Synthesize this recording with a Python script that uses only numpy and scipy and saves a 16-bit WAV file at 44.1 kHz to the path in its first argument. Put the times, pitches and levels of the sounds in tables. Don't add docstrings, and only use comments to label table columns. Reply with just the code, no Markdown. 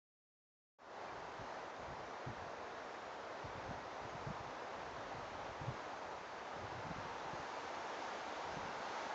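import sys
import numpy as np
from scipy import signal
from scipy.fft import rfft, irfft, next_fast_len
from scipy.io import wavfile
from scipy.ndimage import uniform_filter1d, map_coordinates

SR = 44100
rng = np.random.default_rng(int(sys.argv[2]) if len(sys.argv) > 2 else 0)


def store_pcm(level_fs):
    pcm = np.round(np.clip(level_fs, -1, 1) * 32767).astype(np.int16)
    wavfile.write(sys.argv[1], SR, np.atleast_2d(pcm).T)


N = 403074
TIME_S = np.arange(N) / SR

# time in seconds, rush level in dB.
WIND_LEVELS = [(1.1, -49.5), (2.1, -49.5), (3.3, -49), (5, -48.5), (6.6, -48.5), (7.1, -47.5), (7.9, -46.5),
               (9.1, -46)]
# frequency in Hz, relative density in dB.
FOREST_SPECTRUM = [(25, -40.5), (80, -19.5), (160, -13), (280, -6), (430, -2), (650, 1), (930, 0),
                   (1200, -4), (1800, -9), (2700, -20), (5000, -37.5), (9000, -55)]
CROWN_SPECTRUM = [(60, -39.5), (250, -12), (520, -7.5), (680, -4.5), (780, -0.5), (930, -.5), (1060, -5.5),
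                  (1250, -2.5), (1420, -4), (1620, -5), (1800, -12.5), (2050, -8.8), (2800, -17),
                  (8000, -58)]
NEEDLE_SPECTRUM = [(800, -28), (2000, 0), (2800, 0.5), (3600, 0.5), (5000, -2.5), (6400, -5), (7100, -10.5),
                   (7700, -20.5), (8100, -36), (8800, -41)]
HOWL_SPECTRUM = [(400, -50), (690, -12), (770, -0.5), (850, -2), (925, 1), (1020, -13.5), (1500, -52.5)]
# frequency in Hz, relative density in dB.
DRAUGHT_SPECTRUM = [(15, -38), (30, -13.5), (50, -2), (95, 1), (160, -4), (260, -11), (600, -30),
                    (3000, -81)]
WAKE_SPECTRUM = [(15, -36), (30, -14.5), (50, -1), (85, -1), (180, -3), (280, -2.5), (400, -14.5),
                 (900, -32.5), (3000, -73)]
# start in seconds, length in seconds, rumble level in dB.
AIR_PUFFS = [(1.113, 0.13, -64.5), (1.776, 0.18, -58), (2.24, 0.24, -65), (3.42, 0.39, -61),
             (3.99, 0.47, -62), (4.745, 0.99, -62), (5.997, 0.3, -69), (6.57, 0.54, -61),
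             (8.445, 0.17, -60)]
# centre in seconds, pitch in Hz, peak in dB, 1/e half-width in seconds.
FAR_PEEPS = [(1.092, 2370, -56.5, 0.0099), (4.095, 6570, -67.5, .013), (4.122, 6400, -69, .013),
             (8.552, 6220, -64, .018)]
# crest time in seconds, level in dB, pitch in Hz, width at half height in seconds.
MIC_EDDIES = [(1.18, -58, 115, 0.018), (1.401, -50, 140, 0.013), (1.412, -48, 130, 0.014),
              (1.912, -54, 166, .01), (1.931, -58, 140, .015), (2.272, -43, 119, 0.011),
              (2.286, -47, 119, 0.013), (2.307, -49, 110, 0.017), (2.433, -56, 100, .022),
              (2.47, -56, 151, 0.0079), (3.452, -52, 136, 0.018), (3.559, -54, 118, 0.012),
              (3.58, -52, 132, 0.012), (3.694, -47, 112, 0.013), (3.712, -45.5, 182, 0.0059),
              (3.781, -56, 130, 0.018), (4.055, -50, 128, .01), (4.157, -50, 135, 0.011),
              (4.273, -40, 140, 0.011), (4.289, -46, 165, .011), (4.308, -42, 165, 0.0073),
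              (4.409, -51.5, 110, 0.012), (5.154, -53, 139, 0.014), (5.188, -53, 149, .01),
              (5.62, -41, 138, 0.0087), (5.633, -48, 135, 0.012), (5.67, -50, 115, .014),
              (5.689, -40, 125, 0.016), (5.708, -51, 120, 0.016), (5.745, -56, 121, 0.013),
              (6.569, -55, 150, 0.011), (6.646, -51, 107, 0.025), (6.726, -54, 113, 0.012),
              (6.761, -50.5, 112, 0.019), (6.792, -50.5, 106, .022), (6.853, -50, 131, .009),
              (6.87, -50, 136, .01), (6.884, -47, 166, 0.0073), (6.911, -44, 171, .012),
              (6.964, -47, 171, 0.006), (6.985, -47, 132, 0.0076), (7.06, -55, 155, .01),
              (7.26, -50, 145, 0.0075), (7.338, -46, 143, 0.0085), (7.401, -51, 135, 0.007),
              (8.543, -56, 167, .014), (8.572, -44.5, 184, 0.0057), (8.655, -52, 170, 0.013),
              (8.689, -54, 205, .009)]


def amp(db):
    return 10 ** (np.asarray(db) / 20)


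def unit_rms(x):
    return x / np.sqrt(np.mean(x ** 2) + 1e-20)


def wobble(rate_hz):
    return map_coordinates(rng.standard_normal(256), [TIME_S * rate_hz], mode="mirror")


def filtered(x, response):
    size = next_fast_len(N + SR // 2)
    return irfft(rfft(x, size) * response(np.fft.rfftfreq(size, 1 / SR)), size)[:N]


def coloured(x, spectrum):
    hz, db = np.transpose(spectrum)
    return unit_rms(filtered(x, lambda f: amp(np.interp(np.log(f + 1), np.log(hz), db))))


def rush(spectrum, patch_db):
    noise_stft = signal.stft(rng.standard_normal(N), nperseg=512)[2]
    patches = uniform_filter1d(rng.standard_normal(noise_stft.shape), size=4, axis=0)
    patches = uniform_filter1d(patches, size=28, axis=1)
    patchy_noise = signal.istft(noise_stft * amp(patch_db * unit_rms(patches)))[1][:N]
    return coloured(patchy_noise, spectrum)


def trees(lull_db=-49.5, hiss_lull_db=-64.5, hiss_db_per_db=1.92, howl_lull_db=-66.5, howl_db_per_db=3.1):
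    rush_db = np.interp(TIME_S, *np.transpose(WIND_LEVELS))
    rise_db = rush_db - lull_db
    near_share = np.clip(0.03 + 0.08 * rise_db, 0, 1)
    far_roar = np.sqrt(1 - near_share) * rush(FOREST_SPECTRUM, patch_db=0.44)
    near_roar = np.sqrt(near_share) * rush(CROWN_SPECTRUM, patch_db=0.5)
    sway_db = 0.3 * wobble(rate_hz=5.1)
    roar = amp(rush_db + sway_db) * (far_roar + near_roar)
    hiss = amp(hiss_lull_db + hiss_db_per_db * rise_db + sway_db) * rush(NEEDLE_SPECTRUM, patch_db=0.86)
    howl = amp(howl_lull_db + howl_db_per_db * rise_db + sway_db) * rush(HOWL_SPECTRUM, patch_db=1.5)
    return roar + howl + hiss


def draught(calm_db=-72.5, attack_s=0.024, release_s=0.081, flutter_db=2.5):
    flow = amp(calm_db)
    for start_s, length_s, level_db in AIR_PUFFS:
        attack = np.clip((TIME_S - start_s) / attack_s, 0, 1)
        release = np.exp(-np.maximum(TIME_S - start_s - length_s, 0) / release_s)
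        flow = np.hypot(flow, amp(level_db) * attack * release)
    flutter = amp(flutter_db * wobble(rate_hz=31))
    rumble = coloured(rng.standard_normal(N), DRAUGHT_SPECTRUM)
    return flow * unit_rms(flutter * rumble)


def peeps(waver_share=0.0057):
    drift = 1 + waver_share * wobble(rate_hz=27)
    clock_s = np.cumsum(drift) / SR
    out = np.zeros(N)
    for centre_s, pitch_hz, peak_db, half_width_s in FAR_PEEPS:
        bell = np.exp(-((TIME_S - centre_s) / half_width_s) ** 2)
        out += amp(peak_db) * bell * np.sin(2 * np.pi * pitch_hz * clock_s)
    return out


def eddies(octave_share=0.22, wake_db=-8.5, wake_decay_s=0.016):
    turbulence = coloured(rng.standard_normal(N), WAKE_SPECTRUM)
    phases_rad = rng.uniform(0, 2 * np.pi, len(MIC_EDDIES))
    out = np.zeros(N)
    for (crest_s, level_db, pitch_hz, width_s), phase_rad in zip(MIC_EDDIES, phases_rad):
        span = abs(TIME_S - crest_s) < 0.1
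        t_s = TIME_S[span] - crest_s
        bell = 0.5 ** ((2 * t_s / width_s) ** 2)
        angle_rad = 2 * np.pi * pitch_hz * t_s + phase_rad
        octave = octave_share * bell * np.cos(2 * angle_rad)
        swing = np.sqrt(2) * (np.cos(angle_rad) + octave)
        wake = np.where(t_s < 0, bell, np.exp(-t_s / wake_decay_s)) * turbulence[span]
        out[span] += amp(level_db) * (bell * swing + amp(wake_db) * wake)
    return out


def scene():
    return (trees() + draught() + eddies() + peeps())[None]


def record(dry, start_s=0.785, switch_s=0.004, fade_s=0.24, first_gain=0.12, top_hz=8800):
    switched_on = np.clip((TIME_S - start_s) / switch_s, 0, 1)
    opened = np.clip((TIME_S - start_s) / fade_s, 0, 1)
    fade = switched_on * (first_gain + (1 - first_gain) * opened ** 0.87)
    return filtered(dry[0] * fade, lambda hz: hz < top_hz)[None]


dry = scene()
out = record(dry)
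store_pcm(out)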